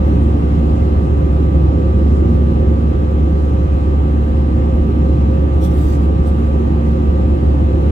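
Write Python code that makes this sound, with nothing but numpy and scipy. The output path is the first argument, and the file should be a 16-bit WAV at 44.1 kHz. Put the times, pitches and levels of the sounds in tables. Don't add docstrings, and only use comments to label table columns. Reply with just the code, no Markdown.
import sys
import numpy as np
from scipy import signal
from scipy.fft import rfft, irfft, next_fast_len
from scipy.io import wavfile
from scipy.ndimage import uniform_filter1d, map_coordinates

SR = 44100
rng = np.random.default_rng(int(sys.argv[2]) if len(sys.argv) > 2 else 0)


def unload_audio(sound):
    columns = np.transpose(np.atleast_2d(sound))
    steps = np.round(np.clip(columns, -1, 1) * 32767)
    wavfile.write(sys.argv[1], SR, steps.astype(np.int16))


N = 348831

# time_s, speed_hz
FAN_SPEED = [(0, 71.52), (7.91, 71.56)]
# order, level_db, left_minus_right_db, left_lead_rad
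FAN_ORDERS = [(1, -13.5, -.6, .2), (4, -32, -3, .2), (9, -53, -3, 1.9), (12, -51, 2, 2.9),
              (14, -54, 2, 2.2), (15, -49, 0, 3.1), (16, -60, 1, 3.5), (17, -56, -2, 3.8),
              (22, -64, -5, 3.9), (36, -70, 1, 0), (41, -74, 4, 1.9)]
# time_s, speed_hz
ACCESSORY_SPEED = [(0, 132.68), (7.91, 132.61)]
# order, level_db, left_minus_right_db, left_lead_rad
ACCESSORY_ORDERS = [(1, -38, -1, .5), (8, -52, 2, 2.9), (9, -41.5, -3, 2.3), (12, -51, -5.5, 3.5),
                    (16, -66, -1, 5)]
# (pitch_hz, level_db, left_minus_right_db, left_lead_rad)
ENGINE_PAIRS = [(.46, (230.3, -28.8, -3.9, .2), (230.78, -32.9, -.6, .1)), (0, (530.58, -40.7, -4.9, 1.3),
                (531.7, -42, -2.4, 1.6))]
# pitch_hz, level_db, left_minus_right_db, left_lead_rad
WHINES = [(1288.7, -57, -1, 4.5), (1248.6, -63, 2, 2.7), (1299.4, -61, 8, 1.9), (1449.8, -63, 2, 2.4),
          (1461.6, -66, -6, 2.7), (11999.5, -92, -2, 0), (12800.5, -89, 7, 0)]

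# frequency_hz, density_db_per_hz, left_minus_right_db, likeness_0_to_1, left_lead_rad
JET_RUMBLE = [(20, -60.5, -4, .9, .1), (32, -57, -4.5, 0.91, .3), (46.5, -42.5, 0.7, 1, .3),
              (91, -37, -1.3, .98, .2), (139, -43.5, 0, 0.93, .2), (162.4, -38, -1.5, 0.95, .01),
              (202.7, -45.5, -1.7, 1, .1), (250, -47, -3, 0.74, .01), (324, -44, -2, 0.83, .1),
              (412.3, -48.5, -5.5, 0.54, 1.74), (456, -55, 0, 0.3, 1.7), (529, -50, -6.5, .51, 1.27),
              (584, -61, 0, .44, 2.5), (796, -86.5, -5.5, 1, 2.7)]
SKIN_AIRFLOW = [(400, -87, -1, .44, 2.5), (600, -63, -1, 0.37, 2.64), (757, -57.5, 0.5, 0.67, 3.1),
                (962, -63.5, 0, 0.77, 3.1), (1350, -70, 1, 0.62, 3.5), (1450, -74, 1.5, .57, 3.1),
                (2030, -76.5, -3, 0.11, 2.9), (2270, -81.5, -2, .07, 2.8), (2580, -79.5, 2.5, 0.15, .1),
                (3130, -80.5, 0, 0.18, 3.4), (3570, -85.5, -0.2, .21, 3.1), (4050, -90.5, -0.5, .2, 3.1),
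                (4500, -105, -0.3, .2, 3.1)]
AIR_VENTS = [(3000, -105, -1.5, .2, .1), (3900, -87.5, -1.5, 0.22, .1), (4500, -90.5, -2.5, 0.4, .1),
             (5630, -95.5, -0.5, .27, .1), (6400, -93.5, -1, .25, .1), (6900, -95.5, 1.8, .3, .1),
             (7600, -95.5, -1.8, .2, .1), (8660, -99.5, 6, .2, .1), (10100, -102, 2.5, .2, .1),
             (11000, -106, -2.5, .2, .1), (11800, -107, 1, .2, .1), (12400, -104, 1, .2, .1),
             (15700, -108, 2.5, .16, .1)]
VENT_LEAD_S = 0.000563
# time_s, level_db
FLOW_DRIFT = [(0, 0.85), (1.5, 0.2), (3.5, -0.43), (5.5, 0.04), (7.91, 0.1)]

# frequency_hz, density_db_per_hz
FRICTION_SPECTRUM = [(1200, -25.5), (3300, 3.5), (5000, -2), (8500, -4.5), (10000, -7.5), (12500, -7.5),
                     (15500, -10)]
# pitch_hz, width_hz, level_db, left_minus_right_db, best_place_0_to_1
RESONANCES = [(1900, 150, 3.5, -3, 0.6), (3420, 320, 5, -3.5, 0.2), (3700, 250, 1, 0, .5),
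              (4780, 300, 0, -4, 0.7), (5200, 400, -3.5, 0, 0.9), (5740, 400, 2, -5, 0.2),
              (6300, 550, -2, -5, 0.9), (7700, 650, 0, -4, 0.72), (8500, 740, 2.5, 4.5, .05),
              (8820, 450, 1.5, 6, .5), (10300, 320, -7, -2, .8), (11000, 500, -2, 3.5, .2),
              (12200, 400, -4.5, -2.5, .75), (12600, 900, 0.5, -1.5, .05), (13700, 750, 1.5, 0.5, .55),
              (14500, 800, 0, 4, .4), (15200, 500, -4, 2, .55)]
# start_s, length_s, peak_level_db, first_place_0_to_1, last_place_0_to_1
RUB_STROKES = [(5.638, .026, -41.5, .05, .08), (5.72, .25, -46.5, .4, 0.98), (6.03, .015, -52, .75, .7),
               (6.274, .014, -49, .15, .2), (6.35, .12, -58, .75, .9)]
RING_SHARE, RING_PER_S = .4, 1.5
REACH = 0.38
SLIP_DB, FLICKER_DB = 0.9, 2.2
PRESS_S, LIFT_S = .024, .018
ARCH_DB_PER_S = 16

# peak_s, length_s, centre_hz, peak_level_db
SWISHES = [(0.074, .04, 12970, -59), (.23, .05, 8500, -59), (.77, .065, 6500, -59),
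           (0.863, .02, 13000, -68), (2.17, .06, 7500, -58), (3.109, .02, 12900, -65),
           (6.87, .07, 7970, -63), (7.814, .03, 11000, -61)]
SWISH_BAND, SWISH_PAN_DB = .4, -1
STRAY_PER_S, STRAY_S, STRAY_HZ, STRAY_DB = 1, .04, 8000, -69

TOP_HZ = 15750


def engines():
    t = np.arange(N) / SR
    fan_hz, = columns(FAN_SPEED, t)
    accessory_hz, = columns(ACCESSORY_SPEED, t)
    hum = tones(FAN_ORDERS[:1], fan_hz, waver_db=.2, waver_rad=.05, rate=1.5)
    buzz = tones(FAN_ORDERS[1:], fan_hz, waver_db=.8, waver_rad=.2, rate=1.5)
    accessories = tones(ACCESSORY_ORDERS, accessory_hz, waver_db=.8, waver_rad=.15, rate=2.5)
    whines = tones(WHINES, np.ones(N), waver_db=1, waver_rad=.15, rate=2.5)
    return hum + buzz + accessories + twins() + whines


def tones(rows, base_hz, waver_db, waver_rad, rate):
    phase = 2 * np.pi * np.cumsum(base_hz) / SR
    out = np.zeros((2, N))
    for order, db, pan_db, lead in rows:
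        turn = order * phase + rng.uniform(0, 2 * np.pi) + waver_rad * wobble(rate)
        size = np.sqrt(2) * amp(db) * unit(amp(waver_db * wobble(rate)))
        out += size * ports(pan_db)[:, None] * np.sin([turn + lead / 2, turn - lead / 2])
    return out


def twins():
    out = np.zeros((2, N))
    for in_step_s, *pair in ENGINE_PAIRS:
        t = np.arange(N) / SR - in_step_s
        start = rng.uniform(0, 2 * np.pi)
        for hz, db, pan_db, lead in pair:
            turn = 2 * np.pi * hz * t + start
            out += np.sqrt(2) * amp(db) * ports(pan_db)[:, None] * np.sin([turn + lead / 2, turn - lead / 2])
    return out


def air():
    flow_db, = columns(FLOW_DRIFT, np.arange(N) / SR)
    rumble = amp(0.9 * wobble(1.1)) * rush(JET_RUMBLE, patchy_db=0.5, walls_db=0)
    skin = amp(flow_db + 0.24 * wobble(0.84)) * rush(SKIN_AIRFLOW, patchy_db=0.78, walls_db=0.95)
    vent_gain = amp(flow_db + .3 * wobble(2.6) + .4 * wobble(13))
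    vents = vent_gain * rush(AIR_VENTS, patchy_db=1.5, walls_db=1.6, lead_s=VENT_LEAD_S)
    return rumble + skin + vents


def rush(rows, patchy_db, walls_db, lead_s=0):
    z = signal.stft(rng.standard_normal((3, N)), nperseg=1024)[2]
    field = uniform_filter1d(rng.standard_normal(z.shape[1:]), 6, 0)
    field = uniform_filter1d(field, 10, 1)
    ripples = uniform_filter1d(rng.standard_normal((3, z.shape[1], 1)), 3, 1)
    z *= amp(walls_db * unit(ripples))
    patchy = signal.istft(z * amp(patchy_db * unit(field)), nperseg=1024)[1][:, :N]
    shared, *own = unit(patchy)

    def colour(hz, common):
        db, pan_db, alike, lead = on_log_hz(rows, hz)
        alike = np.clip(alike, 0, 1)
        gain = amp(db) * np.sqrt(SR / 2) * ports(pan_db)
        if not common:
            return gain * np.sqrt(1 - alike)
        turn = lead / 2 + np.pi * hz * lead_s
        return gain * np.sqrt(alike) * np.exp(1j * np.array([turn, -turn]))

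    together = filtered(shared, lambda hz: colour(hz, True))
    return together + filtered(np.array(own), lambda hz: colour(hz, False))


def rubbing():
    hiss, fresh = (from_left(lambda hz: amp(on_log_hz(FRICTION_SPECTRUM, hz)[0])) for _ in range(2))
    begin = round((RUB_STROKES[0][0] - 4 * PRESS_S) * SR)
    end = round((sum(RUB_STROKES[-1][:2]) + 6 * LIFT_S) * SR)
    near = np.arange(begin, end)
    t, f = near / SR, np.fft.rfftfreq(len(near), 1 / SR)
    grain = amp(SLIP_DB * wobble(140)[near])
    spectrum = rfft(hiss[:, near])
    modes = []
    for hz, width_hz, _, pan_db, _ in RESONANCES:
        band = (1j * f * width_hz / (hz * hz - f * f + 1j * f * width_hz)) ** 2
        mode = unit(irfft(spectrum * band, len(near)))
        modes.append(amp(FLICKER_DB * wobble(25)[near]) * ports(pan_db)[:, None] * mode)

    out = np.zeros((2, N))
    for s, length, db, first, last in RUB_STROKES:
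        u = np.clip((t - s) / length, 0, 1)
        place = first + (last - first) * u
        drive = np.array([amp(mode_db) * np.exp(-((place - best) / REACH) ** 2)
                          for _, _, mode_db, _, best in RESONANCES])
        ring = sum(d * m for d, m in zip(drive, modes)) / np.linalg.norm(drive, axis=0)
        share = np.clip(RING_SHARE + RING_PER_S * length, 0, 1)
        press = (np.minimum(t - s, 0) / PRESS_S) ** 2
        lift = np.maximum(t - s - length, 0) / LIFT_S
        level = np.exp(-press - lift) * amp(db - ARCH_DB_PER_S * length * (2 * u - 1) ** 2)
        out[:, near] += level * grain * (np.sqrt(1 - share) * fresh[:, near] + np.sqrt(share) * ring)
    return out


def from_left(response):
    delay = 24
    shared = rng.standard_normal(N + delay)
    direct = np.array([shared[delay:], shared[:N]])
    return unit(filtered(0.48 * direct + rng.standard_normal((2, N)), response))


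def swishes():
    out, noise = np.zeros((2, N)), rng.standard_normal((2, N))
    peaks_s = np.cumsum(rng.exponential(size=40)) / STRAY_PER_S
    stray = [(s, STRAY_S * np.exp(.5 * a), STRAY_HZ * np.exp(.2 * b), STRAY_DB + 2 * c)
             for s, (a, b, c) in zip(peaks_s, rng.standard_normal((40, 3))) if s < N / SR]
    for s, length, hz, db in SWISHES + stray:
        t = np.arange(max(round((s - 2 * length) * SR), 0), min(round((s + 2 * length) * SR), N))
        f = np.fft.rfftfreq(len(t), 1 / SR)
        band = np.exp(-2 * ((f - hz) / (SWISH_BAND * hz)) ** 2)
        puff = unit(irfft(rfft(noise[:, t]) * band, len(t)))
        envelope = np.exp(-4 * ((t / SR - s) / length) ** 2)
        out[:, t] += puff * envelope * amp(db) * ports(SWISH_PAN_DB)[:, None]
    return out


def amp(db):
    return 10 ** (np.asarray(db) / 20)


def unit(x):
    return x / np.sqrt(np.mean(x ** 2) + 1e-20)


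def columns(rows, at):
    first, *cols = np.transpose(rows)
    return [np.interp(at, first, c) for c in cols]


def on_log_hz(rows, hz):
    cols = columns([(np.log(r[0]), *r[1:]) for r in rows], np.log(hz + 1))
    cols[0][(hz < rows[0][0] / 2) | (hz > rows[-1][0] * 2)] = -200
    return cols


def wobble(rate):
    knots = rng.standard_normal(int(N * rate / SR) + 4)
    return map_coordinates(knots, [np.arange(N) * rate / SR])


def filtered(x, response):
    m = next_fast_len(N + 8192)
    return irfft(rfft(x, m) * response(np.fft.rfftfreq(m, 1 / SR)), m)[..., :N]


def ports(pan_db):
    return amp(np.array([pan_db / 2, -pan_db / 2]))


def scene():
    return engines() + air() + rubbing() + swishes()


def record(dry):
    soft = dry / (1 + np.abs(dry / .97) ** 8) ** (1 / 8)
    ends = np.minimum(np.arange(N), np.arange(N)[::-1]) / (.003 * SR)
    fade = np.sin(np.pi / 2 * np.clip(ends, 0, 1)) ** 2
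    return filtered(soft * fade, lambda hz: hz < TOP_HZ)


dry = scene()
out = record(dry)
unload_audio(out)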